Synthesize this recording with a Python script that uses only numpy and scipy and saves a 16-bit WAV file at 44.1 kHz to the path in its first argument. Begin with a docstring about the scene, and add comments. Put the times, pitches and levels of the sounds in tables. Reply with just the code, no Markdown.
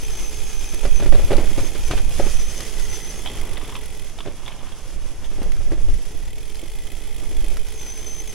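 """A bicycle runs fast down a dirt forest trail, heard by two microphone ports on the rider's chest.
At first the tyres hiss and drum (filtered noise), wind buffets, a thin bending tone whistles on and off,
and the coasting freehub buzzes (a rattle per ratchet tooth). Roots soon knock (noise bursts in a ringing frame).
Past 3 s the chain slaps and chatters; from 4.1 s the rider pedals and the buzz rests until about 5.8 s.
Then the bike coasts on with fewer jolts, and the whistle returns near the end; pebbles click now and then."""
import sys
import numpy as np
from scipy import signal
from scipy.fft import rfft, irfft, next_fast_len
from scipy.io import wavfile
from scipy.ndimage import uniform_filter1d

SR = 44100
rng = np.random.default_rng(int(sys.argv[2]) if len(sys.argv) > 2 else 0)


def generate_wav(signal):
    """Clip the signal to [-1, 1] and save it as 16-bit WAV at the path in sys.argv[1]."""
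    frames = np.transpose(np.atleast_2d(signal))
    scaled = np.clip(frames, -1, 1) * 32767
    pcm = np.round(scaled).astype(np.int16)
    wavfile.write(sys.argv[1], SR, pcm)


N = 367789
TIME = np.arange(N) / SR  # s

# Levels in these tables are relative: the functions below scale them further.
# the ground under the tyres: [t/s, drumming level/dB, grit hiss level/dB]
TRAIL = [(0, -41, -45.5), (.65, -43, -46.5), (.95, -38, -48), (1.5, -31, -45.5), (1.85, -39.5, -46),
         (2.1, -37, -47.5), (2.3, -39.5, -42.5), (2.75, -39.5, -44.5), (3.05, -39.5, -46.5),
         (3.5, -36.5, -52.5), (3.95, -43, -51), (4.2, -42.5, -54.5), (5.2, -42, -53), (5.5, -38, -54),
         (6.05, -42.5, -53), (6.5, -44.5, -55), (7.35, -42, -53), (7.7, -42.5, -50), (8.34, -43, -51.5)]
# tone of the drumming: [f/Hz, level/dB]
DRUM = [(40, -2.5), (110, 6), (200, -1), (300, -1), (450, -2.5), (700, -7), (1000, -14), (1500, -17.5),
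        (2500, -13.5), (6000, -48.5)]
# tone of the grit hiss: [f/Hz, level/dB]
GRIT = [(300, 0), (900, -2), (1500, 1), (2300, 3.5), (3200, 5.5), (4000, -0.5), (5200, 3), (6500, -1.5),
        (8000, -5), (11000, -9.5), (13000, -11), (15500, -12.5)]
# resonances of the grit hiss: [f/Hz, width/Hz, boost/dB]
GRIT_MODES = [(1660, 600, -0.5), (3500, 310, 3.5), (4150, 1700, -3.5), (6320, 350, 4), (10050, 820, 6.5)]
# roots and stones under the wheels, plus two small chain-link knocks near 3.3 s: # [t/s, thud level/dB, crunch
# level/dB, knock pitch f/Hz]
JOLTS = [(0.225, -31, -50, 330), (0.734, -25, -39, 234), (0.831, -22, -34, 425), (0.851, -13.5, -27, 617),
         (0.999, -16, -29.5, 170), (1.023, -16.5, -28, 360), (1.059, -16, -33, 425),
         (1.123, -14.5, -28.5, 920), (1.147, -14.5, -26, 396), (1.194, -17, -32, 560),
         (1.306, -12, -31, 554), (1.316, -6.5, -26.5, 485), (1.331, -12.5, -26, 530), (1.381, -9, -32, 620),
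         (1.398, -21, -38, 441), (1.579, -11, -28, 228), (1.629, -23, -39, 336), (1.751, -22, -29, 410),
         (1.91, -14.5, -20.5, 269), (1.934, -14.5, -31, 232), (1.976, -24, -25.5, 842),
         (2.197, -9.5, -28.5, 584), (2.265, -17.5, -31, 170), (2.601, -27.5, -31, 326),
         (3.308, -29, -51, 900), (3.387, -30, -38, 950), (3.685, -28, -44, 160), (4.259, -21, -36, 704),
         (4.272, -22, -40, 546), (5.314, -31, -39, 200), (5.381, -25, -59, 430), (5.416, -18.5, -38, 280),
         (5.46, -26, -66, 401), (5.562, -34, -42.5, 375), (5.718, -16.5, -37, 335), (5.73, -30, -39, 334),
         (5.881, -26, -46, 277), (6.628, -26.5, -51, 330), (7.223, -28, -44, 360), (7.311, -27, -47, 358.7),
         (7.436, -26.5, -59, 340), (7.513, -27, -44, 571)]
# tone of the thuds: [f/Hz, level/dB]
THUD = [(50, 2), (140, -0.5), (300, -1), (600, -1), (800, -3), (1100, -18.5), (2000, -19), (5000, -47)]
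# resonances of the frame: [f/Hz, width/Hz, boost/dB]
FRAME_MODES = [(332, 41, 7), (403, 60, 5.5), (543, 23, 4), (575.6, 20, 7.5), (1270, 200, 1)]
# tone of the crunching dirt: [f/Hz, level/dB]
CRUNCH = [(400, -9), (1200, 13.5), (2200, 11), (3200, 11), (4500, 4), (7000, -5.5), (11000, -10),
          (15500, -54)]
# spells of coasting, when the pawls pass the ratchet teeth: [start t/s, end t/s, slowing time of the pedals/s]
COASTS = [(-.5, 4.1, .05), (5.78, 8.5, .45)]
# pace of the ratchet with the pedals at rest: [t/s, teeth per second]
RATCHET_PACE = [(0, 60), (1.6, 63.7), (2.9, 68), (3.4, 52.7), (4.05, 42.7), (6.0, 72), (6.45, 48),
                (6.8, 64), (7.5, 53.4), (8.34, 59)]
# strength of the ticks at full speed: [t/s, level/dB]
TICKS = [(0, -49.5), (1.0, -51), (1.6, -47), (2.1, -51.5), (2.75, -48.5), (3.55, -51), (4.1, -53.5),
         (6.1, -52), (7, -52), (7.8, -51.5), (8.34, -51)]
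# tone of the hub and rim: [f/Hz, level/dB]
HUB = [(200, -12), (400, 0), (600, -3), (900, -4.5), (1400, -10.5), (2000, -1.5), (3300, -3), (4100, 1),
       (5200, -3), (7000, -10), (8500, -4), (11000, -0.5), (12800, -1.5), (15500, -1.5)]
# resonances of the hub and rim: [f/Hz, width/Hz, boost/dB]
HUB_MODES = [(367, 85, 14), (433, 30, 19.5), (846, 160, 15), (1986, 95, 7.5), (2522, 168, 13.5),
             (3123, 247, 15), (3435, 240, 13), (7470, 400, 13.5), (9740, 410, 9)]
# nasal ring of the buzz, shifting as the rider moves over the bike: [t/s, f/Hz]
NASAL = [(0, 2340), (1.2, 2420), (1.6, 2040), (1.9, 2460), (2.35, 2320), (2.6, 1980), (3.6, 2090),
         (6.25, 1950), (6.4, 2263), (6.8, 2070), (7.5, 2220), (8.34, 2150)]
# chain slapping the stay: [t/s, level/dB, boosted pitch f/Hz]
SLAPS = [(3.2586, -25, 3150), (3.2707, -26, 3380), (3.57, -29.5, 2000), (3.6123, -35, 1210),
         (3.645, -39, 2200), (3.6925, -38, 2000), (3.752, -29, 2580), (3.7634, -34, 1001),
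         (4.1852, -33, 1300), (4.2034, -31.5, 1210), (4.2727, -41, 2600), (4.4597, -35, 3620),
         (4.4783, -29.5, 2230), (4.5183, -38, 2600), (4.589, -44, 3300), (4.7197, -40.5, 3300),
         (5.2425, -38.5, 3380)]
# tone of the slaps: [f/Hz, level/dB]
CHAIN = [(200, -11), (600, 2.5), (950, 8.5), (1600, -1), (2300, 3.5), (2900, 3.5), (3400, 9), (3800, -3),
         (4500, -7), (8000, -28), (15500, -20)]
# resonances of the slapping chain: [f/Hz, width/Hz, boost/dB]
CHAIN_MODES = [(3080, 160, 6), (3630, 400, 7)]
# chain chattering over the sprockets, through the bend and while pedalling: [t/s, level/dB]
CHATTER = [(3.1, -56.5), (3.25, -47), (3.7, -41), (3.92, -61), (4.45, -45.5), (5.1, -50.5), (5.7, -57),
           (5.9, -50)]
# tone of the chatter: [f/Hz, level/dB]
SPROCKETS = [(300, -21), (600, -4.5), (1000, 1.5), (1400, -5.5), (2200, -10.5), (3300, -3), (4000, -17),
             (8000, -34)]
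# pebbles flicked against the bike: [t/s, level/dB, boosted pitch f/Hz]
PEBBLES = [(0.745, -27, 11000), (1.3673, -22.5, 4500), (1.9136, -28.5, 4500), (2.6054, -22, 1500),
           (4.085, -46, 9000), (4.368, -38, 9000), (5.3797, -37, 2300), (5.43, -33, 11000),
           (5.5193, -26.5, 2700), (5.5653, -35, 1400), (5.7214, -33, 1600), (6.5545, -30, 4500),
           (7.5692, -24, 1479)]
# tone of the pebbles: [f/Hz, level/dB]
PEBBLE_TONE = [(600, -2), (2000, 4), (4800, 4), (7500, -4), (11000, -2), (15500, -12)]
# steady headwind at the ports: [t/s, level/dB]
HEADWIND = [(0, -37.5), (.7, -35.5), (2.2, -42), (2.6, -40), (4.1, -41), (4.6, -43), (5.3, -40.5),
            (7, -39.5), (8.34, -41.5)]
# gusts on top of it: [peak t/s, length/s, level/dB]
GUSTS = [(0.253, 0.36, -43), (0.906, 0.091, -24), (1.095, 0.11, -22.5), (1.343, 0.34, -26.5),
         (1.612, 0.057, -25.5), (1.97, 0.32, -29.5), (2.291, 0.29, -29), (2.83, .14, -33.5),
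         (3.44, 0.22, -35.5), (4.99, .12, -36.5), (5.61, 0.47, -33), (5.89, 0.13, -26),
         (6.196, 0.13, -36.5), (6.605, 0.084, -44), (7.447, 0.28, -32)]
# tone of the large, slow eddies: [f/Hz, level/dB]
SWINGS = [(1, -26), (4, -9), (8, -4.5), (15, -1.5), (22, -10.5), (40, -23), (100, -100)]
# tone of the small, buffeting eddies: [f/Hz, level/dB]
BUFFET = [(10, -36), (24, -2), (40, -1), (62, -2), (100, -15.5), (160, -24.5), (300, -36.5), (1000, -92)]
# balance of the wind between the ports: [f/Hz, left minus right level/dB]
WIND_TILT = [(6, -12.5), (15, -7.5), (28, -2), (50, -6.5), (100, 6.5), (200, -11.5)]
# swells of the whistle: [start t/s, length/s, level/dB, pitch neared at full strength f/Hz]
WHISTLES = [(0, .07, -41, 6060), (.11, .2, -39, 6030), (.35, .05, -39, 6200), (.45, 0.065, -37, 6260),
            (.54, .07, -40, 6070), (.64, .14, -42.5, 5990), (.95, .055, -35, 6070),
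            (1.63, 0.046, -38, 6300), (1.85, .075, -38, 6000), (2.21, 0.098, -44.5, 6260),
            (2.35, .11, -37.5, 5940), (2.47, .05, -41.5, 6130), (2.56, .08, -41, 6150),
            (2.82, .04, -43.5, 6330), (2.9, 0.072, -33, 6010), (3.02, 0.039, -36.5, 5990),
            (3.085, .035, -35, 6130), (3.15, .06, -42, 6410), (7.785, .26, -40.5, 5950),
            (8.06, .16, -35, 6047), (8.275, .1, -38.5, 6120)]
# spells of faint singing between the swells: [start t/s, length/s, level/dB]
WHISTLE_SPELLS = [(0, 1.02, -49.5), (1.4, .68, -52), (2.195, 0.88, -50.5), (7.735, 0.57, -47.5)]
# likeness of the sound at the two ports: [f/Hz, likeness from 0 to 1]
SAME = [(60, 1), (250, 1), (1000, 0.99), (2000, 0.98), (4000, 0.67), (8000, 0.23), (13000, 0.08)]
# colour of each port: [f/Hz, level/dB]
LEFT_PORT = [(1000, -2), (3000, -5.5), (4200, -4), (7000, 1), (10000, 1), (11400, 8), (12500, -4.5),
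             (13800, -9.5), (15000, -3.5)]
RIGHT_PORT = [(1000, -2.5), (3000, -4), (4200, -0.5), (7000, 1.5), (10000, 1.5), (11000, 4.5), (12300, -14),
              (13600, -14), (15000, -4)]


def tyres(lumpy_db=2.0, patchy_db=0.52, load_db=1.5, grains_per_s=900, grain_db=3.0, grain_share=0.45):
    """Uneven ground drums through the frame while grains of dirt crack under the tread."""
    drum_db, grit_db = curves(TRAIL)
    ground = wander(hz=69)  # one roughness presses on both
    drum_level = np.hypot(amp(drum_db - 4.0), shaking()) * amp(lumpy_db * ground)
    drumming = rng.standard_normal((2, N)) * drum_level

    grain_starts = rng.random(N) < grains_per_s / SR
    grain_sizes = amp(grain_db * np.minimum(rng.exponential(1, N), 5)) * grain_starts
    grains = evened(grain_sizes * rng.standard_normal((2, N)))
    load = load_db * wander(hz=15)  # the hiss swells and sinks with the weight on the tyres
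    grit_level = amp(grit_db - 1.5 + patchy_db * ground + load)
    grit = (rng.standard_normal((2, N)) + grain_share * grains) * grit_level

    soft_modes = [(hz, width, 0.2 * db) for hz, width, db in FRAME_MODES]  # rolling barely rings the frame
    drum_sound = radiate(drumming, DRUM, (180, 900), soft_modes)
    hiss = radiate(grit, GRIT, (4000, 5500), GRIT_MODES)
    return drum_sound + off_the_ground(hiss)


def shaking(lead_s=0.01, settle_s=0.039, shake_db=-18):
    """The frame drums harder as a tyre climbs a root, and settles afterwards."""
    t = TIME[:SR // 3] - .1  # begins 0.1 s before each jolt
    shape = np.exp(np.minimum(t / lead_s, -t / settle_s))
    power = np.zeros((1, N))
    for s, thud_db, _, _ in JOLTS:
        add(power, s + t[0], (amp(thud_db + shake_db) * shape[None]) ** 2)
    return np.sqrt(power[0])


def off_the_ground(x, delay_s=.002, sway=0.126, share=0.31):
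    """A reflection off the ground, its delay wandering, sweeps a shallow comb through the sound."""
    when = TIME - delay_s * (1 + sway * wander(hz=1.57))
    echo = np.array([np.interp(when, TIME, channel) for channel in x])
    return (x + share * echo) / np.sqrt(1 + share ** 2)


def jolts(thud_gain_db=-6, crunch_gain_db=-4.0, focus_width_hz=150, focus_db=6, hard_db=-14, soften=0.33):
    """A tyre hits a root: the frame knocks, higher on sharp edges, duller on soft blows, and dirt crunches."""
    out = np.zeros((2, N))
    for s, thud_db, crunch_db, hz in JOLTS:
        modes = list(FRAME_MODES) + [(hz, focus_width_hz, focus_db)]
        fall = soften * max(hard_db - thud_db, 0)  # dB an octave above the pitch of the knock
        shape = [(f, db - fall * max(np.log2(f / hz), 0)) for f, db in THUD]
        thud = radiate(burst(rise=0.00054, decay=0.012, knock=0.9), shape, (200, 1500), modes)
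        crunch = radiate(burst(rise=0.00063, decay=0.015, knock=0.096), CRUNCH, (1500, 5000))
        thud_part = amp(thud_db + thud_gain_db) * peaked(thud)
        crunch_part = amp(crunch_db + crunch_gain_db) * crunch
        add(out, s, thud_part + crunch_part)
    return out


def freehub(rise=0.001, decay=0.005, uneven_db=2.08, nasal=2.83, nasal_width_hz=190, rocking=.05,
            growth=0.67, snap=0.56, whirr=.06):
    """Pawls drop off ratchet teeth in short rattles that ring hub and rim, faster and louder as pedals stop."""
    t = TIME[:SR // 20]
    rattle = ((1 - np.exp(-t / rise)) * np.exp(-t / decay)) ** 2  # power of one tick
    pace, = curves(RATCHET_PACE)
    hub_db, = curves(TICKS)
    slip = np.zeros(N)  # 0 while pedalling, towards 1 with the pedals at rest
    for start, end, stop_s in COASTS:
        slip += (TIME < end) * (1 - np.exp(-np.maximum(TIME - start, 0) / stop_s))
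    rate = pace * slip * (1 + rocking * wander(hz=5))  # the feet rock a little on the pedals

    teeth = np.floor(np.cumsum(rate) / SR)
    uneven = amp(uneven_db * rng.standard_normal(N)) ** 2
    drops = np.diff(teeth, prepend=0) * uneven * SR / np.maximum(rate, 1)
    power = signal.oaconvolve(drops, rattle / rattle.sum())[:N] + whirr  # the pawls also slide between drops
    level = np.sqrt(abs(power)) * slip ** growth * amp(hub_db - 2.0)
    drive = level * rng.standard_normal((2, N))
    firm_drop = uniform_filter1d(np.sqrt(drops), size=4)  # the first blunt drop of the pawls
    drive[0] += snap * firm_drop * slip ** growth * amp(hub_db)

    buzz = radiate(drive, HUB, (9000, 12000), HUB_MODES)
    ring_hz, = curves(NASAL)
    return buzz + nasal * resonate(buzz, ring_hz, nasal_width_hz)


def chain_slaps():
    """The chain slaps the stay: short blows with a weak lingering rattle."""
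    return strikes(SLAPS, CHAIN, CHAIN_MODES, rise=0.00153, decay=0.00442, knock=0.38, tail_db=-19.5,
                   gain_db=2, focus_db=9, focus_share=0.15)


def chatter(links_per_s=90, mesh_db=2.0, loose_db=3.0, gain_db=-4):
    """Chain links seat on the teeth one after another, unevenly."""
    db, = curves(CHATTER)
    links = np.cumsum(links_per_s * (1 + 0.101 * wander(hz=3.4))) / SR
    seating_db = mesh_db * np.cos(2 * np.pi * links) + loose_db * wander(hz=50)
    level = during(CHATTER) * amp(db + gain_db + seating_db)
    return radiate(level * rng.standard_normal((2, N)), SPROCKETS, (700, 1400))


def pebble_clicks():
    """Flicked pebbles hit the bike: very short knocks, each with its own broad pitch."""
    return strikes(PEBBLES, PEBBLE_TONE, (), rise=0.00054, decay=0.0037, knock=0.7, tail_db=-32,
                   gain_db=-5.5, focus_db=8, focus_share=.7)


def wind(swing_gain_db=17.5, buffet_gain_db=3.5, heave=1.21, usual_db=-36):
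    """Headwind and gusts drive both: large eddies heave slowly and grow faster; small ones buffet."""
    steady_db, = curves(HEADWIND)
    gust_power = sum(amp(db) ** 2 * swell(s, length) for s, length, db in GUSTS)
    force = np.sqrt(amp(steady_db) ** 2 + gust_power)
    swing_level = amp(usual_db + swing_gain_db) * (force / amp(usual_db)) ** heave
    swings = swing_level * eddies(SWINGS, likeness=-0.16)
    return swings + amp(buffet_gain_db) * force * eddies(BUFFET, likeness=0.27)


def eddies(shape, likeness):
    """Turbulent pressure, mostly stronger on the right; below 0 likeness the ports tend to move oppositely."""
    size = next_fast_len(N)
    f = np.fft.rfftfreq(size, 1 / SR)
    a, b = rfft(rng.standard_normal((2, size)))
    c = np.clip(likeness, -1, 1)
    z = np.array([a, c * a + np.sqrt(1 - c ** 2) * b])
    tilt_db = np.outer([.5, -.5], read(WIND_TILT, f))
    x = evened(irfft(z * amp(read(shape, f) + tilt_db), size)[:, :N])
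    slow_power = uniform_filter1d(x.mean(0) ** 2, size=7000)
    return evened(x / np.sqrt(slow_power + 0.22))  # evens out chance swells


def swell(middle, length):
    """A smooth bell of height 1."""
    return np.exp(-np.minimum((2 * (TIME - middle) / length) ** 2, 50))


def whistle(rest_hz=6580, waver_hz=105, flutter_db=2.0, steady_db=-36, overtone_db=-20):
    """A thin tone, probably air over an edge: sharp and ragged when weak, flatter and steadier when strong."""
    swells = [(amp(db) * blown(start, length), hz) for start, length, db, hz in WHISTLES]
    faint = sum(amp(db) * blown(start, length) for start, length, db in WHISTLE_SPELLS)
    level = sum(push for push, _ in swells) + faint
    bend = sum(push * (rest_hz - hz) for push, hz in swells) / (level + 1e-9)
    hz = rest_hz - bend
    ragged = 1 / (1 + (level / amp(steady_db)) ** 2)
    gust = wander(hz=70)  # it flattens as it swells
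    phase = 2 * np.pi * np.cumsum(hz - waver_hz * ragged * gust) / SR
    fuzz = wander(hz=170) * np.sin(phase) + wander(hz=170) * np.cos(phase)
    voice = np.sqrt(1 - ragged / 2) * np.sin(phase) + np.sqrt(ragged / 4) * fuzz
    voice += amp(overtone_db) * (1 - ragged) * np.sin(2 * phase)
    return level * amp(flutter_db * gust) * voice * amp([[.6], [-2.4]])  # left, right dB


def blown(start, length, rise_s=.012, fall_s=0.007):
    """Attack, hold and release of the whistle."""
    attack = 1 + np.tanh((TIME - start) / rise_s)
    release = 1 - np.tanh((TIME - start - length) / fall_s)
    return attack * release / 4


def strikes(rows, shape, modes, rise, decay, knock, tail_db, gain_db, focus_db, focus_share):
    """Short clattering blows on one part of the bike, coloured by where each one lands."""
    out = np.zeros((2, N))
    for s, db, hz in rows:
        focus = (hz, focus_share * hz, focus_db)
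        blow = radiate(burst(rise, decay, knock, tail_db), shape, (0, SR), list(modes) + [focus])
        add(out, s, amp(db + gain_db) * peaked(blow))
    return out


def burst(rise, decay, knock=0, tail_db=-60):
    """One firm knock, a swarm of tiny impacts that dies away (times in s), and a weak lingering rattle."""
    t = TIME[:SR // 4]
    shape = (1 - np.exp(-t / rise)) * (np.exp(-t / decay) + amp(tail_db) * np.exp(-t / 0.06))
    drive = shape / shape.max() * rng.standard_normal((2, len(t)))
    drive[0, np.argmax(shape)] += knock * np.linalg.norm(drive[0])
    return drive


def radiate(drive, shape, band, modes=()):
    """Rings a drive (shared, differing) through a body; white noise of rms 1 leaves rms 1 in the band/Hz."""
    size = 2 * next_fast_len(drive.shape[1] // 2 + 1)
    f = np.fft.rfftfreq(size, 1 / SR)
    db = read(shape, f) + sum(peak / (1 + (2 * (f - hz) / width) ** 2) for hz, width, peak in modes)
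    cepstrum = irfft(np.log(amp(db)), size)
    cepstrum[1:size // 2] *= 2  # minimum phase: a body rings only after it is struck
    cepstrum[size // 2 + 1:] = 0
    body = np.exp(rfft(cepstrum))
    in_band = (f > band[0]) & (f < band[1])
    body /= np.sqrt(np.mean(abs(body) ** 2 * in_band))
    a, b = rfft(drive, size)
    same = np.clip(read(SAME, f), 0, 1)
    mid = a * np.sqrt((1 + same) / 2)
    side = b * np.sqrt((1 - same) / 2)
    return irfft(np.array([mid + side, mid - side]) * body, size)[:, :drive.shape[1]]


def resonate(x, hz, width):
    """Shifts the curve hz down to zero, smooths, and shifts back: a moving resonance of gain 1."""
    turn = np.exp(2j * np.pi * np.cumsum(hz) / SR)
    r = np.exp(-np.pi * width / SR)
    return 2 * (turn * signal.lfilter([1 - r], [1, -r], x / turn)).real


def peaked(sound):
    """Scales a short sound so that its loudest 5 ms have rms 1."""
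    return sound / np.sqrt(uniform_filter1d((sound ** 2).mean(0), size=220).max())


def amp(db):
    """Decibels to gain."""
    return 10 ** (np.asarray(db) / 20)


def evened(x):
    """Scales to rms 1."""
    return x / np.sqrt(np.mean(x ** 2) + 1e-20)


def read(points, hz):
    """Reads a spectrum table on a log-frequency axis."""
    f, value = np.transpose(points)
    return np.interp(np.log(hz + 1), np.log(f + 1), value)


def curves(rows):
    """Each column of a table as a curve through time."""
    s, *columns = np.transpose(rows)
    return [np.interp(TIME, s, column) for column in columns]


def during(rows):
    """1 while a table lasts and 0 elsewhere, with soft edges."""
    inside = (TIME >= rows[0][0]) & (TIME <= rows[-1][0])
    return uniform_filter1d(1. * inside, size=300)


def wander(hz):
    """Smooth chance of rms 1, changing up to roughly hz times a second."""
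    size = next_fast_len(N)
    f = np.fft.rfftfreq(size, 1 / SR)
    smooth = rfft(rng.standard_normal(size)) * np.exp(-(f / hz) ** 2)
    return evened(irfft(smooth, size)[:N])


def add(mix, s, sound):
    """Adds a sound to the mix at time s."""
    part = mix[:, max(round(s * SR), 0):][:, :sound.shape[1]]
    part += sound[:, :part.shape[1]]


def scene():
    """Everything rides along with the microphone ports in open air, so the layers simply add."""
    bike = tyres() + jolts() + freehub() + chain_slaps() + chatter() + pebble_clicks()
    return bike + wind() + whistle()


def record(dry):
    """Each port colours the sound, the strongest peaks overload, and the band ends steeply at 15.9 kHz."""
    size = next_fast_len(N + 4096)
    f = np.fft.rfftfreq(size, 1 / SR)
    ports = amp([read(LEFT_PORT, f), read(RIGHT_PORT, f)])
    heard = irfft(rfft(dry, size) * ports, size)[:, :N]
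    heard = heard / (1 + heard ** 8) ** (1 / 8)  # soft limit at 1
    lowpass = signal.firwin(511, 15900, window=("kaiser", 9), fs=SR)
    return signal.oaconvolve(heard, lowpass[None], "same")


dry = scene()
out = record(dry)
generate_wav(out)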